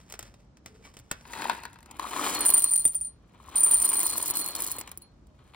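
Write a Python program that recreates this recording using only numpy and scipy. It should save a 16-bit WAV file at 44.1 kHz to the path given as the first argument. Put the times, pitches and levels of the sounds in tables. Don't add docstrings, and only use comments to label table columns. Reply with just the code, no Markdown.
import sys
import numpy as np
from scipy import signal
from scipy.fft import rfft, irfft, next_fast_len
from scipy.io import wavfile
from scipy.ndimage import map_coordinates

SR = 44100
rng = np.random.default_rng(int(sys.argv[2]) if len(sys.argv) > 2 else 0)


def transcribe(u):
    v = np.clip(np.atleast_2d(u).T, -1, 1)
    q = np.round(v * 32767).astype(np.int16)
    wavfile.write(sys.argv[1], SR, q)


def amplitude_ratio(level_db):
    exponent = np.asarray(level_db, float) / 20
    return 10 ** exponent


N = 244755
TIME_S = np.arange(N) / SR

# start_s, click_db, base_ring_db after it
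FIRST_POUR = [(2.3481, -18.5, -42.5), (2.3901, -20, -39), (2.407, -12.5, -19), (2.4519, -11.5, -27),
              (2.4579, -11.5, -18.5), (2.4619, -16, -9), (2.4669, -18, -16.5), (2.4739, -13, -19),
              (2.4799, -27.5, -18), (2.4839, -18, -13), (2.4873, -17, -13.5), (2.4923, -12, -21.5),
              (2.5028, -5.5, -27), (2.5063, -16.5, -27), (2.5113, -17, -31.5), (2.5238, -20.5, -26.5),
              (2.5337, -24, -28.5), (2.5377, -14.5, -9), (2.5417, -6, -8.5), (2.5502, -20.0, -15.5),
              (2.5682, -19, -15), (2.5791, -11, -11.5), (2.5946, -12, -27.5), (2.6031, -18, -23.5),
              (2.6215, -12.5, -19.5), (2.627, -24.5, -21.0), (2.638, -25, -17), (2.642, -10.0, -7),
              (2.645, -34, -24.5), (2.6485, -23, -21), (2.66, -23.5, -27.5), (2.6739, -31.0, -21),
              (2.6859, -23.5, -28.5), (2.6919, -38.5, -20), (2.7014, -27.0, -39.5), (2.7083, -21.5, -22.5),
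              (2.7143, -23.5, -15), (2.7183, -23.0, -17), (2.7288, -23.5, -18), (2.7353, -14.5, -13),
              (2.7572, -14, -22), (2.7607, -19, -12.5), (2.7672, -21, -28), (2.7767, -20.5, -15.5),
              (2.7941, -19.5, -19.5), (2.8021, -21.5, -21.0), (2.8206, -26, -29.5), (2.8435, -26.5, -23.5),
              (2.8525, -12, -8.5), (2.8675, -28, -16), (2.878, -17.5, -25), (2.8934, -37, -23)]
SECOND_POUR = [(3.5564, -23, -18.5), (3.5594, -23, -13.5), (3.5809, -17, -15), (3.5968, -16.5, -21.5),
               (3.6053, -15.5, -13), (3.6327, -14.5, -16), (3.6357, -15.5, -6.5), (3.6397, -20, -21.5),
               (3.6432, -30, -9), (3.6462, -13.5, -8.5), (3.6492, -23.5, -15), (3.6617, -19, -16.0),
               (3.6707, -22, -15.5), (3.6816, -29.5, -18), (3.6881, -18.5, -18.0), (3.6971, -22, -30),
               (3.7051, -25.5, -24.5), (3.7106, -8.5, -20.5), (3.7136, -13.5, -11.0), (3.731, -19, -25.5),
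               (3.734, -26.5, -12), (3.7385, -20.5, -13.0), (3.743, -10, -9.5), (3.7704, -17, -27),
               (3.7754, -23.5, -18.5), (3.7854, -27, -20), (3.7994, -16, -15.5), (3.8029, -25, -34),
               (3.8088, -24.5, -21), (3.8188, -11, -17.5), (3.8238, -28.5, -12.5), (3.8283, -18.5, -23.5),
               (3.8423, -19.5, -22), (3.8453, -17, -14), (3.8498, -14.5, -13.5), (3.8557, -10.5, -20),
               (3.8607, -17.5, -22), (3.8692, -27, -36.5), (3.8772, -26.5, -21), (3.8877, -32.5, -18),
               (3.8907, -12.5, -17), (3.8976, -14.5, -17), (3.9091, -30, -32), (3.9161, -27.5, -24.5),
               (3.9301, -16.5, -22.5), (3.9356, -22, -15.0), (3.94, -28.5, -28), (3.944, -11.5, -23.5),
               (3.955, -17.5, -24), (3.968, -15.5, -20.0), (3.972, -23, -17), (3.9854, -22.5, -20),
               (3.9929, -11, -33), (4.0024, -14.5, -17), (4.0134, -14, -32.5)]
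# start_s, click_db, base_ring_db after it
ON_PILE = [(4.0199, -26.5, -33), (4.0254, -24.5, -39), (4.0313, -10, -25.5), (4.0383, -23, -23.5),
           (4.0503, -20.0, -31.5), (4.0538, -26, -19), (4.0598, -19.5, -26), (4.0648, -17.5, -14.5),
           (4.0683, -12.5, -31), (4.0712, -28.5, -35), (4.0767, -28.5, -28.5), (4.0902, -20.5, -31),
           (4.0962, -20.5, -25.0), (4.1002, -31, -22.0), (4.1112, -22.5, -41), (4.1236, -22.5, -32.5),
           (4.1291, -21, -27.5), (4.1326, -30, -25.5), (4.1406, -25, -39), (4.164, -24.5, -32),
           (4.1725, -16.5, -34.5), (4.1775, -22, -33), (4.1805, -11.5, -32.5), (4.1965, -29.5, -37.5),
           (4.2044, -24.5, -35), (4.2134, -20.0, -37), (4.2244, -24, -27.5), (4.2274, -14.5, -24.5),
           (4.2434, -29.0, -50), (4.2558, -38.5, -44), (4.2588, -17.5, -30.5), (4.2688, -24.5, -37),
           (4.2783, -19.5, -40.5), (4.2813, -15.5, -34.5), (4.2917, -21.5, -39.0), (4.2972, -20.5, -37),
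           (4.3012, -13.5, -34), (4.3082, -10, -27), (4.3401, -28.5, -43), (4.3541, -26.0, -31),
           (4.3616, -24, -33.5), (4.3706, -11.5, -27.5), (4.379, -22.5, -32), (4.3825, -19, -30),
           (4.3905, -16.5, -38.5), (4.395, -17.5, -35.5), (4.401, -18, -27.5), (4.408, -27, -25),
           (4.4135, -20, -33), (4.4175, -21.5, -27), (4.4439, -21, -35), (4.4619, -14, -39.5),
           (4.4768, -21, -37.5), (4.4868, -19.5, -36.5), (4.5068, -25, -41.5)]
SETTLING = [(4.5525, -16.5, -53), (4.5623, -20, -48.5), (4.595, -25, -47), (4.6038, -16.5, -49),
            (4.6105, -24, -37), (4.6213, -14.5, -38), (4.637, -27, -61.5), (4.6427, -23.5, -40),
            (4.6469, -20, -51), (4.6655, -18, -53), (4.6702, -37, -57), (4.6742, -19.5, -62),
            (4.6782, -30.5, -53), (4.7037, -27.5, -43), (4.7089, -26, -61), (4.7157, -14.5, -31),
            (4.7215, -18.5, -45), (4.7274, -38, -40), (4.7416, -30, -62), (4.7512, -37, -57),
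            (4.7618, -33, -56), (4.7659, -26, -68), (4.772, -44, -94), (4.7844, -20.5, -54),
            (4.7888, -22, -74), (4.7933, -27, -55), (4.802, -25.5, -56), (4.8124, -40, -67),
            (4.8825, -53, -61), (4.9157, -27.5, -79), (4.9746, -24.5, -68), (5.021, -36, -66)]
# start_s, click_db
ROLLING = [(2.885, -22.5), (2.9228, -31), (2.9332, -32), (2.9379, -37), (2.9468, -23.5), (2.9638, -30.5),
           (2.9877, -49), (2.9985, -45.5), (3.0044, -34), (3.0322, -41), (3.0358, -39)]
# time_s, strength_db
FLOW = [
    [(2.4, -62), (2.63, -53.5), (2.74, -53.5), (2.92, -65.5), (3.05, -64), (3.1, -79)],
    [(3.555, -41.5), (3.62, -55), (3.73, -48), (3.93, -48.5), (4.1, -44.5), (4.25, -47), (4.31, -47)],
    [(4.338, -39.5), (4.41, -50), (4.47, -49), (4.538, -57)],
    [(4.551, -41.5), (4.59, -49.5), (4.63, -46), (4.72, -51), (4.772, -57)],
    [(4.784, -55.5), (4.84, -81)],
]
# pitch_hz, width_hz, level_db
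SHIVER = [(8820, 92.3, -12.5), (9740, 310, -2), (9500, 150, -26), (10600, 120, 1.5), (15000, 280, 11)]
# pitch_hz, width_hz, level_db
JAR_AIR = [(340, 40, 10)]
# start_s, lobe_ring_db, twin_ring_db after it
WALL_BLOWS = [(2.35, -37, -35), (2.365, -34, -42.5), (2.412, -35, -39.5), (2.488, -34, -49),
              (2.544, -39, -51.5), (2.64, -42, -52.0), (2.676, -45.0, -52), (2.75, -43, -53),
              (2.806, -47.5, -53), (3.56, -44, -52), (3.66, -48.5, -59), (3.712, -44.5, -50.5),
              (3.753, -43.5, -49), (3.849, -39, -55), (3.95, -37.5, -48), (4.005, -41, -48),
              (4.045, -36, -47.5), (4.129, -40, -42.5), (4.218, -48, -54.5), (4.286, -44.0, -58),
              (4.35, -36, -52), (4.412, -37, -40), (4.466, -41, -47), (4.548, -47, -49),
              (4.625, -53, -54.5), (4.669, -42.5, -51), (5.016, -56, -60.5)]
# start_s, level_db
KNOCKS = [
    (2.852, -33),
    (4.783, -37.5),
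]
# time_s, level_db
CRUMPLE = [(1.22, -63.5), (1.33, -44), (1.459, -38), (1.55, -45.5), (1.68, -56), (1.8, -71), (1.96, -56),
           (2.03, -43.5), (2.272, -30.5), (2.6, -44), (2.85, -65), (3.2, -77.5), (3.52, -49), (3.75, -43.5),
           (4.62, -45.5), (4.84, -53), (5.2, -83), (5.55, -62.5)]
# start_s, peak_db, treble_share_db
FINGERED_SNAPS = [(0.099, -45, 5), (0.123, -33, 3.5), (0.139, -29.5, -28), (0.153, -42.5, -16),
                  (0.191, -28, 1.5), (0.207, -37, -25), (0.227, -34, -2.5), (0.34, -42.5, -31),
                  (0.57, -45, -31), (0.6595, -30, -7.5), (0.939, -43, -8), (0.947, -47, -11.5),
                  (0.968, -35, -6), (0.989, -48.5, 8), (0.997, -46, 2), (1.113, -18.5, 0),
                  (1.209, -43, -34)]
TIPPED_SNAPS = [(1.252, -31, -38.5), (1.333, -17.5, -16), (1.351, -23, -26), (1.376, -28, -31.5),
                (1.419, -13, -20), (1.441, -15, -18), (1.496, -7, -19), (1.513, -20, -27),
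                (1.558, -34, -36), (1.634, -24, -12), (1.652, -19.5, -15), (1.73, -38, -6),
                (1.741, -46.5, -4.5), (1.757, -33.5, -24.5), (1.787, -36.5, -13.5), (1.805, -43.5, -5.5),
                (1.828, -38.5, -7.5), (1.859, -34.5, -9), (1.901, -55, -31), (1.911, -29, -4.5),
                (1.967, -47, 3.5), (1.995, -15.5, -14), (2.03, -23, -22.5), (2.132, -15.5, -20),
                (2.163, -17.5, -15), (4.811, -23.5, -2), (4.875, -24.5, -10), (4.892, -45, 3),
                (4.915, -28, -6.5), (5.269, -66, 11), (5.389, -41.5, -25), (5.535, -34, -40),
                (5.545, -27.5, -27)]
# start_s, peak_db, panel_hz
TAPS = [(1.112, -16, 1470), (1.113, -46, 734), (1.115, -24.5, 300), (1.41, -18, 945), (1.455, -11, 900),
        (1.496, -19, 954), (1.996, -10.5, 1053), (2.028, -20, 1100), (2.044, -15, 1000), (2.052, -15, 1180),
        (2.132, -17.5, 1100), (2.163, -9.5, 1060), (2.194, -8.5, 1173), (2.356, -19, 1050)]
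TUMBLES = [(3.401, -33, 1034), (3.454, -40.5, 1274), (3.485, -24.5, 1030), (3.559, -27, 1070),
           (3.736, -32, 1240), (3.841, -40, 1060), (3.933, -29, 945), (3.984, -45.5, 1030),
           (4.059, -17, 1000), (4.094, -28, 910), (4.156, -20.5, 1000), (4.201, -21, 1000),
           (4.236, -19.5, 970), (4.339, -27, 960), (4.455, -26, 895), (4.665, -43, 1090),
           (4.705, -33, 1010)]
# pitch_hz, width_hz, level_db
LIFTED_HOLLOW = [(265, 113, 0), (940, 92, 8), (1493, 340, 0), (1935, 600, -3.5), (2600, 210, -3),
                 (3310, 41, -7.5), (3320, 62, -11.5), (4086, 1100, -7.5)]
TIPPED_HOLLOW = [(286, 110, 0.5), (1090, 372, 1), (1214, 20, -17), (1670, 125, -19), (2450, 260, -5.5),
                 (3000, 434, -7.5), (4180, 480, -7.5)]
# start_s, peak_db, panel_hz
STROKES = [(0, -56, 1580), (0.108, -52, 1800), (0.254, -53, 1200), (.4, -67.5, 550), (.68, -59, 426),
           (0.759, -64.5, 427), (0.855, -51, 2300), (.98, -61.5, 1350), (1.05, -71, 1510),
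           (1.13, -53, 1520), (1.18, -61.5, 2450)]
# start_s, length_s, pitch_hz, level_db
HUMS = [
    (0.22, .22, 572, -67.5),
    (0.665, 0.21, 444, -61),
    (0.83, 0.04, 2280, -59.5),
    (0.84, 0.048, 1160, -62),
    (5.212, 0.17, 617, -71),
]
# start_s, level_db, pitch_hz
BUMPS = [
    (0.226, -42.5, 107),
    (0.663, -50, 95.5),
    (0.995, -46, 119),
    (5.298, -52.5, 95),
]
# freq_hz, level_db
CLICK = [(500, -11), (2000, -17), (5000, -15), (7000, -3), (8500, -1), (10500, 5), (13000, 6),
         (15800, -3.5), (16700, -15)]
FLAT_PAPER = [(150, 1.5), (400, 1.5), (1500, 1), (4500, -4.5), (6000, -1), (10000, -12), (16000, -17.5)]
RATTLE = [(1500, -102), (3000, 2.5), (5000, 4.5), (7000, 11), (9000, 6), (11500, 8), (14000, 5.5),
          (15800, 2.5), (16300, -33)]
ROOM_TONE = [(20, -30.5), (32, -23.5), (50, -0.5), (100, -9), (250, -13.5), (400, -21.5), (1000, -28.5),
             (2500, -41.5), (6000, -43.5), (9000, -53.5), (12000, -78), (16000, -85.5)]
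# freq_hz, right_lead_rad
PORT_TURN = [(0, 0), (1200, -.9), (1550, -1.5), (2150, .3), (3360, -1.1), (4200, -1.7), (5000, 0),
             (5680, 2.2), (6800, 3.7), (8350, 6), (9650, 6.4), (12000, 8.9), (13700, 10), (15200, 12)]
# freq_hz, left_minus_right_db
PORT_TILT = [(200, -0.5), (700, 10.5), (1100, 12), (2000, 6.5), (2800, 4), (4200, 11), (6000, 10.5),
             (9000, -1.5)]
# freq_hz, t60_s
KITCHEN = [(200, 0.11), (2000, 0.29), (8000, 0.021), (16000, 0.05)]

# pitch_hz, t60_s
BASE, WALL, TWIN, RIM = (9074, 0.115), (4243, 0.28), (4256, 0.24), (10955, 0.1)
COVERED_S = 3.8


def unit(x):
    return x / np.sqrt(np.mean(x ** 2) + 1e-20)


def along(points, hz):
    f, v = np.transpose(points)
    return np.interp(np.log(hz + 1), np.log(f + 1), v)


def filtered(x, response):
    m = next_fast_len(N + SR // 4)
    hz = np.fft.rfftfreq(m, 1 / SR)
    return irfft(rfft(x, m) * response(hz), m)[..., :N]


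def coloured(x, spectrum):
    return filtered(x, lambda hz: amplitude_ratio(along(spectrum, hz)))


def resonant(x, modes):
    def response(f):
        total = 0
        for k, (centre, width, db) in enumerate(modes):
            band = 1j * f * width
            total = total + (-1) ** k * amplitude_ratio(db) * band / (centre * centre - f * f + band)
        return total
    return filtered(x, response)


def scatter(times, rows):
    at = np.round(np.asarray(times) * SR).astype(int)[:, None] + np.arange(rows.shape[1])
    return np.bincount(at.ravel(), rows.ravel(), N + rows.shape[1])[:N]


def bursts(times, db, t60, tail_db, tail_t60, size=2000, rise=1e-5):
    t = np.arange(size) / SR
    shape = amplitude_ratio(-60 * t / t60) + amplitude_ratio(tail_db - 60 * t / tail_t60)
    shape = shape * (1 - np.exp(-t / rise))
    rows = shape * rng.standard_normal((len(times), size))
    rows *= np.linalg.norm(shape) / np.linalg.norm(rows, axis=1, keepdims=True)
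    return scatter(times, amplitude_ratio(db)[:, None] * rows)


def grains(count, spread_db, top_db, t60):
    draw = rng.random((count, 2))
    size_db = np.minimum(-spread_db * np.log(draw[:, 1]), top_db)
    return unit(bursts(draw[:, 0] * N / SR, size_db, t60, -40, t60, size=300, rise=0.00063))


def beans():
    ringing_s, ringing_db, base_db = contacts()
    rolling_s, rolling_db = np.transpose(ROLLING)
    stray_s, stray_db = strays(flow(), count=700)
    s = np.r_[ringing_s, rolling_s, stray_s]
    click_db = np.r_[ringing_db, rolling_db, stray_db]

    cracks = [bursts(s[k::2], click_db[k::2] + 8.5, 0.0014, -17.5, 0.026, size=900, rise=0.00022)
              for k in (0, 1)]
    clicks = coloured(np.array(cracks), CLICK)
    sides = clicks + amplitude_ratio(-6.0) * resonant(clicks, SHIVER)

    t = TIME_S[:300]
    chirp_hz = rng.uniform(9500, 11450, (len(s), 1))
    chirp_level = amplitude_ratio(click_db[:, None] - 10 - 60 * t / 0.0056)
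    chirps = scatter(s, chirp_level * np.sin(2 * np.pi * chirp_hz * t))

    base_t60 = np.interp(ringing_s, [COVERED_S, 4.3], [BASE[1], 0.055])
    base = ring((BASE[0], base_t60), ringing_s, base_db, 0.0005).real
    air = resonant(clicks.sum(0), JAR_AIR) * np.clip((TIME_S - COVERED_S) / 0.11, 0, 1)

    spread = 0.032
    middle = chirps + base + air + knocks()
    return ports(sides[0], 1 - spread, 0.3) + ports(sides[1], 1 + spread, 0.18) + ports(middle, 1, 0.21)


def contacts():
    s, click_db, base_db = 2.8528, -24, -13
    flight_s, shrink, loss_db = 0.099, 0.6, 4
    bounces = []
    for k in range(1, 5):
        landing_s = s + flight_s * (1 - shrink ** k) / (1 - shrink)
        bounces.append((landing_s, click_db - loss_db * k, base_db - loss_db * k))
    return np.transpose(list(FIRST_POUR) + bounces + list(SECOND_POUR) + list(ON_PILE) + list(SETTLING))


def flow():
    gushes = [np.interp(TIME_S, *np.transpose(gush), left=-120, right=-120) for gush in FLOW]
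    return np.max(gushes, axis=0)


def strays(flow_db, count):
    draw = rng.random((count, 2))
    s = np.sort(draw[:, 0]) * (N - 1) / SR
    return s, flow_db[(s * SR).astype(int)] + 25 - 20 * draw[:, 1]


def ring(mode, times, level_db, rise):
    hz, t60 = mode[0], mode[1] + 0 * times
    carried_db = level_db[:-1] - 60 * np.diff(times) / t60[:-1]
    change = np.clip(abs(level_db[1:] - carried_db) / 8, 0, 1)
    jump = change * rng.uniform(-np.pi, np.pi, len(carried_db))
    phase = np.cumsum(np.r_[0, jump])
    last = np.clip(np.searchsorted(times, TIME_S) - 1, 0, None)
    level = amplitude_ratio(level_db[last] - 60 * (TIME_S - times[last]) / t60[last]) * (TIME_S > times[0])
    swing = level * np.exp(1j * phase[last])
    swing = signal.lfilter([1 / (rise * SR)], [1, 1 / (rise * SR) - 1], swing)
    return swing * np.exp(2j * np.pi * hz * TIME_S)


def wall():
    s, lobe_db, twin_db = np.transpose(WALL_BLOWS)
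    lobes = ring(WALL, s, lobe_db + 2.0, 0.002).real + amplitude_ratio(6.5) * grazes(WALL)
    twin = ring(TWIN, s, twin_db + 3.5, 0.002).real + grazes(TWIN)
    climb_db = np.interp(s, [2.4, 4.2, 5], [-6, 0, 14])
    rim = ring(RIM, s, twin_db + climb_db, 0.0026).real
    return lobes * [[1], [-1]] + twin + ports(rim, 0.9, 0.1)


def grazes(mode):
    hz, t60 = mode
    s, db = strays(flow(), count=500)
    t = TIME_S[:8000]
    return scatter(s, amplitude_ratio(db[:, None] - 26 - 60 * t / t60) * np.sin(2 * np.pi * hz * t))


def knocks():
    out, t = np.zeros(N), TIME_S[:4000]
    for s, db in KNOCKS:
        cycles = 250 * t + 1.5 * (1 - np.exp(-t / 0.0028))
        push = amplitude_ratio(-60 * t / 0.061) * np.sin(2 * np.pi * cycles)
        thud = amplitude_ratio(-6.5 - 60 * t / 0.11) * np.sin(2 * np.pi * 110 * t)
        out[round(s * SR):][:len(t)] = amplitude_ratio(db) * (push + thud)
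    s, db = np.transpose(KNOCKS)
    clack = bursts(s, db + 17.0, 0.003, -9.0, 0.045, rise=0.00061)
    return out + resonant(clack, [(2300, 730, -2.0), (3600, 260, 2.0)])


def bag():
    crackle = grains(count=4000, spread_db=1.5, top_db=17.5, t60=0.017) + 0.14 * rng.standard_normal(N)
    rattle = grains(count=4500, spread_db=6.5, top_db=17, t60=0.003)
    hiss = np.interp(TIME_S, [1.55, 1.6, 2, 2.15, 2.35, 2.45], [0.7, 0.15, 0.15, 1.2, 1.2, 0.2])
    rattle += hiss * rng.standard_normal(N)

    row, place = [0 * TIME_S, 0 * TIME_S + 1], [TIME_S * 40] * 2
    clump_db = 1.8 * map_coordinates(rng.standard_normal((2, 400)), [row, place])

    crumple_db = np.interp(TIME_S, *np.transpose(CRUMPLE), left=-120)
    crumple = amplitude_ratio(crumple_db + 1 + clump_db[0]) * unit(hollow(crackle))
    paper_level = amplitude_ratio(-49 + 1.06 * (crumple_db + 42.0))
    stream_level = amplitude_ratio(flow() + 5.5)
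    fine = amplitude_ratio(clump_db[1]) * np.hypot(paper_level, stream_level) * unit(coloured(rattle, RATTLE))

    def thin(x):
        return filtered(hollow(x), lambda hz: amplitude_ratio(1.5) / (1 + (450 / (hz + 1)) ** 2))
    return crumple + fine + snaps(TIPPED_SNAPS, thin) + taps()


def hollow(x):
    tip = np.interp(TIME_S, (1.8, 1.98), [0, np.pi / 2])
    both = np.cos(tip) * resonant(x, LIFTED_HOLLOW) + np.sin(tip) * resonant(x, TIPPED_HOLLOW)
    return filtered(both, lambda hz: 1 / (1 + (hz / 5000) ** 4))


def snaps(table, body):
    s, db, treble_db = np.transpose(table)
    crack = bursts(s, db + 18, 0.01, -23.5, 0.06, rise=0.0061)
    crack += scatter(s + 0.00082, amplitude_ratio(db - 0.5)[:, None] * signal.windows.hann(8))
    tick = bursts(s, db + treble_db + 9.5, 0.0095, -30, 0.027, rise=0.0048)
    return body(crack) + coloured(tick, RATTLE)


def taps():
    s, db, hz = np.transpose(list(TAPS) + list(TUMBLES))[..., None]
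    t = TIME_S[:1200]
    level = amplitude_ratio(db - 60 * t / 0.012) * (1 - np.exp(-t / 0.00159))
    return scatter(s[:, 0], level * np.sin(2 * np.pi * hz * t))


def fingering():
    def flat(x):
        return coloured(x, FLAT_PAPER)
    brush = grains(count=6000, spread_db=4, top_db=10, t60=0.004) + 0.6 * rng.standard_normal(N)
    brush = unit(flat(brush))
    rise_db_per_s, fall_db_per_s = 525, 246
    strokes = np.zeros(N)
    for s, db, panel_hz in STROKES:
        below_peak_db = np.maximum(rise_db_per_s * (s - TIME_S), fall_db_per_s * (TIME_S - s))
        stroke = brush * amplitude_ratio(db - below_peak_db)
        panel = signal.lfilter(*signal.iirpeak(panel_hz, 7, SR), amplitude_ratio(-11) * stroke)
        strokes += stroke + panel
    return strokes + snaps(FINGERED_SNAPS, flat)


def handling():
    out = np.zeros(N)
    for s, length, hz, db in HUMS:
        hum = unit(resonant(rng.standard_normal(N), [(hz, 18, 0)]))
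        out += amplitude_ratio(db) * hum * np.sin(np.pi * np.clip((TIME_S - s) / length, 0, 1)) ** 0.5
    s, db, hz = np.transpose(BUMPS)[..., None]
    t = TIME_S[:3000]
    level = amplitude_ratio(db - 60 * t / 0.11) * (1 - np.exp(-t / 0.0041))
    return out + scatter(s[:, 0], level * np.sin(2 * np.pi * hz * t))


def ports(x, side, tilt):
    half = np.array([[-0.5], [0.5]])

    def response(hz):
        turn = np.exp(1j * side * half * np.interp(hz, *np.transpose(PORT_TURN)))
        return turn * amplitude_ratio(-tilt * half * along(PORT_TILT, hz))
    return filtered(x, response)


def kitchen(x):
    hz, t, z = signal.stft(rng.standard_normal((2, SR // 2)), SR, nperseg=256)
    decay = amplitude_ratio(-60 * t / along(KITCHEN, hz)[:, None])
    tail = signal.istft(z * decay, SR, nperseg=256)[1]
    late = np.pad(x, (150, 0))[None]
    return signal.fftconvolve(late, tail / np.linalg.norm(tail[0]), axes=1)[:, :N]


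def room_tone():
    def alike(hz):
        return 1 / (1 + (hz / 500) ** 2)
    shared = filtered(rng.standard_normal(N), lambda hz: np.sqrt(alike(hz)))
    own = filtered(rng.standard_normal((2, N)), lambda hz: np.sqrt(1 - alike(hz)))
    return amplitude_ratio(-56.0) * unit(coloured(shared + own, ROOM_TONE))


def scene():
    early, late, glass = fingering() + handling(), bag(), beans()
    direct = ports(early, -1.08, 0.026) + ports(late, 0.99, 0.5) + glass + wall()
    paper_room = amplitude_ratio(-15) * kitchen(early) + amplitude_ratio(-13.5) * kitchen(late)
    glass_room = amplitude_ratio(-20) * kitchen(glass[0])
    return direct + paper_room + glass_room + room_tone()


def top_cut(x):
    return signal.sosfilt(signal.butter(12, 17150, fs=SR, output="sos"), x)


def record(dry):
    mix = filtered(dry, lambda hz: amplitude_ratio(-11 - 10.63 * np.tanh((hz - 15850) / 60)))
    return top_cut(mix)


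dry = scene()
out = record(dry)
transcribe(out)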